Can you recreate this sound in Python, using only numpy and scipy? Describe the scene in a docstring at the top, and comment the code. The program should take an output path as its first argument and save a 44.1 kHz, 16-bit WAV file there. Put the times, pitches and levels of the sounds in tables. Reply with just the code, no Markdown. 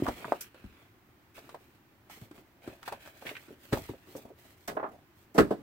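"""Soft pops and a grainy hiss come first: stiff sheets of paper are slid apart in a small room.
The sheets rub and crinkle as they are gathered and lifted off a table. They pop when they buckle,
puff out air when they fall and flick their edges past each other. Then the bundle is set down
to the right with a few knocks and one loud slap. The room's air murmurs quietly throughout."""
import sys
import numpy as np
from scipy import signal
from scipy.fft import rfft, irfft, next_fast_len
from scipy.io import wavfile

SR = 44100
rng = np.random.default_rng(int(sys.argv[2]) if len(sys.argv) > 2 else 0)


def pcm_store(signal):
    """Save signal as 16-bit PCM."""
    levels = np.round(np.clip(np.atleast_2d(signal), -1, 1) * 32767)
    wavfile.write(sys.argv[1], SR, levels.astype(np.int16).T)


N = 247958
SHORT = 16384  # samples in one short sound
AGE = np.arange(SHORT) / SR  # seconds since a short sound began
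TIME = np.arange(N) / SR


def amp(db):
    """Turn decibels into a number to multiply by."""
    return 10 ** (np.asarray(db) / 20)


def value_at(points, hz):
    """Look up any frequency in a table, joining its points on a log axis."""
    known_hz, values = np.transpose(points)
    return np.interp(np.log(np.maximum(hz, 1)), np.log(known_hz), values)


def colour(x, points):
    """Make each frequency louder or softer as a table says."""
    size = 2 * next_fast_len(x.shape[-1])
    gain = amp(value_at(points, np.fft.rfftfreq(size, 1 / SR)))
    cepstrum = irfft(np.log(gain))
    # fold the filter so that nothing sounds ahead of its time
    cepstrum[1:size // 2] *= 2
    cepstrum[size // 2 + 1:] = 0
    return irfft(rfft(x, size) * np.exp(rfft(cepstrum)))[..., :x.shape[-1]]


def unit(x):
    """Scale to an average energy of one per channel."""
    return x / np.sqrt(np.sum(x ** 2) / (x.size / x.shape[-1]))


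def burst(x, db):
    """Set a short sound's level as if all its energy fell within 30 ms."""
    return unit(x) * amp(db) * np.sqrt(.03 * SR)


def steady(x, db):
    """Set a long sound's average (rms) level."""
    return x * amp(db) / np.sqrt(np.mean(x ** 2))


def wobble(per_s):
    """A random curve that wanders above and below zero by about one."""
    turns = rng.standard_normal(2048)
    return np.interp(TIME * per_s, np.arange(len(turns)), turns)


def lean(pair, points):
    """Tip each frequency left or right by a table of left minus right dB."""
    return np.array([colour(x, [(hz, side * db / 2) for hz, db in points])
                     for x, side in zip(pair, (1, -1))])


# how much left and right differ in scattered sound: frequency_hz, side_minus_mid_db
STEREO_WIDTH = [(60, -15), (200, -11.5), (400, -13.5), (700, -6.5), (1300, -1.5), (4000, 0.5), (15000, 0)]
def wide_noise(size):
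    """Stereo noise: left and right are alike in the bass, unrelated in the treble."""
    mid, side = rng.standard_normal((2, size))
    return mid + np.array([[1], [-1]]) * colour(side, STEREO_WIDTH)


def grains(size, uneven_db):
    """Countless paper fibres catch, some harder than others, making a grainy noise."""
    catches = np.repeat(rng.standard_normal(size // 32 + 1), 32)[:size]
    return wide_noise(size) * amp(uneven_db * catches)


# a hand pushes one sheet over another: start_s, length_s, hiss_db, rasp_db, drum_db
STROKES = [(-0.04, 0.23, -54.5, -51.5, -49.5), (0.155, .21, -59, -53.5, -48.5),
           (0.37, 0.094, -60.5, -56.5, -65), (0.45, 0.43, -78, -63, -66),
           (1.344, 0.037, -59.5, -55.5, -59.5), (1.39, 0.14, -65.5, -64.5, -60.5),
           (1.554, 0.21, -72, -73, -71), (2.09, 0.066, -56.5, -55, -61), (2.16, 0.089, -62.5, -66, -60.5),
           (2.333, 0.053, -64.5, -66, -56.5), (2.61, 0.13, -63, -58, -53), (2.73, 0.079, -68, -66, -60),
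           (2.85, 0.034, -55, -51.5, -63.5), (2.912, 0.035, -64, -54, -49.5),
           (2.981, 0.12, -59, -56, -60.5), (3.12, .34, -58, -58, -61), (3.249, 0.05, -51, -43, -45.5),
           (3.465, 0.077, -68.5, -65, -57), (3.567, 0.26, -59, -62, -65), (3.714, 0.069, -49, -54, -43),
           (3.789, 0.12, -57, -57, -65), (3.904, 0.17, -70.5, -68, -71), (4.044, .18, -59, -63.5, -60),
           (4.146, 0.035, -58.5, -71, -46.5), (4.229, 0.066, -82, -71, -53), (4.348, 0.18, -62.5, -66, -64),
           (4.557, 0.098, -66, -75, -71), (4.695, 0.058, -91, -80, -44.5), (4.862, 0.074, -85, -73, -51.5),
           (5.146, 0.094, -67, -85, -77)]
def stroke_levels(rest_db=(-84, -78, -71), swell_share=0.29, sag_db_per_s=10.5, coast_s=0.027):
    """Hiss, rasp and drum levels in dB: each push swells, slackens and coasts to a stop."""
    power = amp(rest_db)[:, None] ** 2 * np.ones(N)  # held sheets still stir faintly
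    for start_s, length_s, *levels_db in STROKES:
        age = np.maximum(TIME - start_s, 0)
        speed = np.minimum(age / (swell_share * length_s), 1) * amp(-sag_db_per_s * age)
        speed *= np.exp(-np.maximum(age - length_s, 0) / coast_s)
        power += (amp(levels_db)[:, None] * speed) ** 2
    return 10 * np.log10(power) + 0.93 * wobble(per_s=30)  # the hand's speed wavers


# the tone of hissing faces, rasping edges and a drumming sheet: frequency_hz, level_db
FACE_HISS = [(1000, -28), (2500, 0.5), (4100, 2), (5200, -1.5), (6700, -1.5), (8300, 1), (9700, -5.5),
             (12000, 0), (14400, 3), (15800, 1.5)]
EDGE_RASP = [(400, -20), (900, -6.5), (1500, 1), (2600, 0.5), (3600, -7), (6000, -19.5)]
SHEET_DRUM = [(60, -12.5), (150, 0), (350, 6), (650, 6.5), (1100, -14.5), (2200, -32.5)]
def sliding(hiss_db, rasp_db, drum_db, echo_s=0.00091, echo_gain=0.4):
    """Faces hiss, edges rasp and the sheet drums, all catching and slipping together."""
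    grip_db = 2.0 * wobble(per_s=110)
    faces = steady(colour(grains(N, uneven_db=2.5), FACE_HISS), hiss_db + 0.81 * grip_db)
    edges = steady(colour(grains(N, uneven_db=2.5), EDGE_RASP), rasp_db + grip_db)
    sheet = steady(colour(grains(N, uneven_db=2.5), SHEET_DRUM), drum_db + 2 * grip_db)
    rub = faces + edges + sheet
    # the table's echo comes later or sooner as the sheet rises and sinks
    delay_s = echo_s * np.exp(0.23 * wobble(per_s=5))
    echo = np.array([np.interp(TIME - delay_s, TIME, x) for x in rub])
    return (rub + echo_gain * echo) / np.hypot(1, echo_gain)


# the tone of a crease giving way: frequency_hz, level_db
CRINKLE_TONE = [(500, -40), (1500, -15), (4500, -3), (8300, -11), (10000, -9.5), (15500, -7)]
def crinkles(hiss_db, per_s=50, uneven_db=4.0):
    """Tiny creases and edges give way at random, ticking 9 dB below the hiss."""
    gives_way = rng.random(N) < per_s / SR
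    strength = amp(uneven_db * np.minimum(rng.standard_normal(N), 2))
    catches = signal.fftconvolve(gives_way * strength, np.exp(-AGE / 0.0016))[:N]
    ticks = colour(wide_noise(N) * catches, CRINKLE_TONE)
    return steady(ticks, hiss_db - 9)


# the tone of the room's air: frequency_hz, level_db
AIR_TONE = [(25, -16), (50, -7.5), (85, 2), (120, 0), (165, -6.5), (240, -5), (360, -2), (480, -25),
            (800, -13.5), (1900, -17.5), (3500, -27), (6500, -33), (10000, -36), (15500, -26)]
def room_air(level_db=-62.5):
    """The air in the room makes a quiet, nearly steady murmur."""
    return steady(colour(wide_noise(N), AIR_TONE), level_db + 0.47 * wobble(per_s=6))


def sheet_band(force, hz, low, high):
    """A sheet gives off only a broad band of sound, from low to high times its pitch."""
    cut_bass = signal.butter(2, hz * low, "high", fs=SR, output="sos")
    cut_treble = signal.butter(4, hz * high, "low", fs=SR, output="sos")
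    return signal.sosfilt(np.vstack([cut_bass, cut_treble]), force)


def add(track, start_s, sound):
    """Mix a short sound in at a given time."""
    start = int(start_s * SR)
    track[:, start:start + SHORT] += sound[..., :N - start]


# the tone of crunching fibres: frequency_hz, level_db
CRACKLE_TONE = [(250, -0.5), (700, 4.5), (1400, 6.5), (2600, -5), (4500, -8.5), (6700, -15.5),
                (8200, -10.5), (9800, -18), (14000, -16.5), (15800, -16)]
def crackle(level_db, fade_s, uneven_db, rise_s, tick):
    """A brief tick at first contact, then the bright, quickly fading crunch of fibres."""
    contact = (1 - np.exp(-AGE / rise_s)) * (np.exp(-AGE / fade_s) + tick * np.exp(-AGE / 0.00073))
    return burst(colour(grains(SHORT, uneven_db) * contact, CRACKLE_TONE), level_db)


# a sheet buckles or is tapped: start_s, level_db, pitch_hz, flutter_over_pulse_db, crackle_db
POPS = [(0.000, -41.5, 255, -10, -55), (0.022, -28.5, 294, -10, -69), (0.0559, -42, 744, 8, -68),
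        (0.0659, -35, 1000, 7, -50.5), (0.0802, -36, 275, -3.5, -43.5), (0.0854, -32.5, 630, 0.5, -44),
        (0.245, -41.5, 1140, -0.5, -77), (0.281, -46.5, 626, -3, -60), (0.3214, -25.5, 697, -6, -48.5),
        (0.545, -58, 500, -2, -63), (0.641, -47.5, 197, 1, -64), (1.380, -53, 630, 3, -56),
        (1.4918, -55, 840, -7, -54.5), (1.545, -45.5, 660, 3, -57), (2.097, -56.5, 810, 14, -59),
        (2.215, -57, 237, 9, -64), (2.311, -50, 320, -2, -59), (2.379, -60, 280, 0, -62),
        (2.6761, -40.5, 310, -7.5, -53), (2.829, -60, 1070, 12, -51.5), (2.8782, -40.5, 795, 3, -43.5),
        (2.9234, -40, 765, 2.5, -47), (3.059, -75, 597, -4, -59.5), (3.075, -60.5, 640, -3, -54.5),
        (3.224, -51, 670, 1, -60), (3.252, -49, 433, 4, -72), (3.266, -44, 2220, 20, -54),
        (3.291, -46, 2200, 7, -54), (3.312, -47.5, 454, 4, -72), (3.353, -49.5, 2160, 5, -68),
        (3.367, -47.5, 2150, 3, -59), (3.482, -54, 314, 2, -61.5), (3.506, -50, 327, 1, -77),
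        (3.7249, -37.5, 546, 1.5, -42.5), (3.7294, -27.5, 375, 5, -34), (3.7722, -38.5, 600, -1.5, -57),
        (3.8899, -51.5, 750, 4, -66), (3.893, -40, 321, 6, -78), (3.936, -51, 534, 2, -70),
        (4.072, -55.5, 326, 9, -65), (4.152, -43, 415, 1, -62), (4.303, -51.5, 426, 7, -79)]
def pops(echo_s=0.00328, echo_gain=0.37):
    """A buckling sheet sends out one pulse, echoed by the table, then flutters at its pitch."""
    track = np.zeros((2, N))
    snap = np.zeros(SHORT)
    snap[[0, int(echo_s * SR)]] = 1, echo_gain
    for start_s, level_db, pitch_hz, flutter_db, crackle_db in POPS:
        fade_s = 0.01 * (500 / pitch_hz) ** 0.32  # higher flutters die sooner
        shake = grains(SHORT, uneven_db=0) * np.exp(-AGE / fade_s) * (1 - np.exp(-AGE / 0.00061))
        bending = signal.lfilter(*signal.iirpeak(pitch_hz, Q=1.8, fs=SR), shake)
        shake = unit(shake) + amp(-1) * unit(bending)
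        pulse, flutter = (unit(sheet_band(x, pitch_hz, low=0.79, high=1.23)) for x in (snap, shake))
        pop = burst(pulse + amp(flutter_db) * flutter, level_db)
        crunch = crackle(crackle_db, 1.11 * fade_s, uneven_db=3.5, rise_s=0.00015, tick=1.0)
        add(track, start_s, pop + crunch)
    return track


# air squeezed from under a falling sheet: start_s, level_db, pitch_hz
PUFFS = [(0.024, -39, 81), (0.079, -40.5, 61.6), (0.646, -46.5, 62), (2.218, -49.5, 97), (2.679, -53.5, 70),
         (3.723, -38, 58), (3.726, -33, 115), (3.772, -43, 68), (3.814, -48.5, 80), (3.892, -43.5, 84),
         (5.408, -42, 51.6)]
def puffs(fade_cycles=0.35):
    """A cushion of air escapes with a low thump that dies almost at once."""
    track = np.zeros((2, N))
    for start_s, level_db, pitch_hz in PUFFS:
        push = np.exp(-AGE * pitch_hz / fade_cycles) * (1 - np.exp(-AGE / 0.005))
        swing = np.sin(2 * np.pi * pitch_hz * AGE) * push
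        add(track, start_s, burst(sheet_band(swing, pitch_hz, low=1.0, high=3.6), level_db))
    return track


# an edge slips off another sheet: start_s, level_db, fade_s
FLICKS = [(0.407, -41.5, 0.014), (1.342, -65, 0.032), (2.096, -56.5, 0.066), (4.163, -53, 0.014),
          (4.676, -45, 0.0072), (5.342, -51, 0.056)]
# the tone of its scrape: frequency_hz, level_db
SCRAPE_TONE = [(500, -20), (1800, 6), (4400, 0), (5900, 10), (7000, 4), (8300, 8), (9800, -1.5), (11000, 7),
               (14800, 8), (15600, 1.5)]
def flicks():
    """A freed edge scrapes over the sheet below: a sudden hiss that dies as it slows."""
    track = np.zeros((2, N))
    for start_s, level_db, fade_s in FLICKS:
        speed = (1 - np.exp(-AGE / 0.0025)) * np.exp(-AGE / fade_s)
        scrape = colour(grains(SHORT, uneven_db=1.5) * speed, SCRAPE_TONE)
        add(track, start_s, burst(scrape, level_db))
    return track


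# the notes of the surface under the bundle: pitch_hz, level_db
SURFACE_NOTES = [(165, -3), (225, -2), (291, 4.5), (400, 7), (492, -16), (584, -5), (643, 5), (754, -3),
                 (872, -16), (1103, -16), (1201, -21), (1390, 7.5), (1677, 6), (1777, 10.5), (1958, 2.5),
                 (2333, 1), (2660, 8), (2898, 7)]
def surface_ring(fade_60db_s=0.09):
    """The struck surface rings; its higher notes reach left and right out of step."""
    ring = 0
    for pitch_hz, level_db in SURFACE_NOTES:
        phase = rng.uniform(0, 2 * np.pi) + min(pitch_hz / 800, 1.5) * rng.standard_normal((2, 1))
        ring = ring + amp(level_db) * np.sin(2 * np.pi * pitch_hz * AGE + phase)
    return ring * amp(-60 * AGE / fade_60db_s)


# the bundle lands on a hard surface: start_s, level_db, pitch_hz, settle_s, crackle_db
KNOCKS = [(4.678, -38.5, 457, 0.017, -39.5), (4.767, -32, 795, 0.01, -78), (4.796, -39, 760, 0.01, -79),
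          (4.827, -33, 724, 0.026, -83), (5.347, -32, 455, 0.12, -44.5), (5.379, -19, 376, 0.0045, -33.5),
          (5.3842, -20.5, 970, 0.0061, -30.5), (5.385, -20, 347, 0.0085, -43),
          (5.395, -17.5, 298, 0.017, -35), (5.506, -26, 460, 0.016, -48), (5.577, -47, 213, 0.03, -85)]
# the balance of a sound off to the right: frequency_hz, left_minus_right_db
FROM_THE_RIGHT = [(200, -2), (500, 1.5), (1100, -3), (2200, -0.5), (8000, -0.5), (14000, 0)]
def knocks(left_delay_s=0.00018, ring_db=-5):
    """Off to the right, many sheet edges land one after another and set the surface ringing."""
    track = np.zeros((2, N))
    for start_s, level_db, pitch_hz, settle_s, crackle_db in KNOCKS:
        landing = (1 - np.exp(-AGE / 0.0027)) * np.exp(-(AGE / settle_s) ** 1.19)
        force = grains(SHORT, uneven_db=3.5) * landing
        shake = surface_ring() * (1 - np.exp(-AGE / (0.85 * settle_s)))
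        thud, ring = (unit(sheet_band(x, pitch_hz, low=0.54, high=1.465)) for x in (force, shake))
        knock = burst(thud + amp(ring_db) * ring, level_db)
        crunch = crackle(crackle_db, settle_s, uneven_db=0.5, rise_s=0.0032, tick=0.46)
        add(track, start_s, knock + crunch)
    late_left = np.interp(TIME - left_delay_s, TIME, track[0])
    return lean([late_left, track[1]], FROM_THE_RIGHT)


# how long the room's echoes last: frequency_hz, fade_60db_s
ROOM_FADE = [(100, 0.29), (400, 0.1), (1500, 0.12), (6000, 0.073), (15000, 0.11)]
def room(x, echo_db):
    """Add the echoes of a small furnished room, where the bass lingers longest."""
    hz, age, bands = signal.stft(wide_noise(SHORT), SR, nperseg=256)
    fade = amp(-60 * age / value_at(ROOM_FADE, hz)[:, None])
    tail = signal.istft(bands * fade, SR)[1][:, :SHORT]
    tail *= np.clip((AGE - .004) / 0.00088, 0, 1)  # the first echo takes 4 ms
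    return x + amp(echo_db) * signal.fftconvolve(x, unit(tail), axes=1)[:, :N]


def scene():
    """The paper on the table is close; the bundle lands further away, with more echo."""
    hiss_db, rasp_db, drum_db = stroke_levels()
    paper = pops() + puffs() + flicks() + sliding(hiss_db, rasp_db, drum_db) + crinkles(hiss_db)
    return room(paper, echo_db=-10) + room(knocks(), echo_db=-7) + room_air()


# the balance of the two microphones: frequency_hz, left_minus_right_db
MIC_BALANCE = [(100, 1), (500, -0.5), (1200, -0.5), (4000, -2.5), (8000, -2.5), (14000, -0.5)]
def record(dry, top_hz=15800):
    """The right microphone is a little brighter, and the highest treble is cut."""
    cut_treble = signal.ellip(12, .2, 80, top_hz, fs=SR, output="sos")
    return signal.sosfilt(cut_treble, lean(dry, MIC_BALANCE))


dry = scene()
out = record(dry)
pcm_store(out)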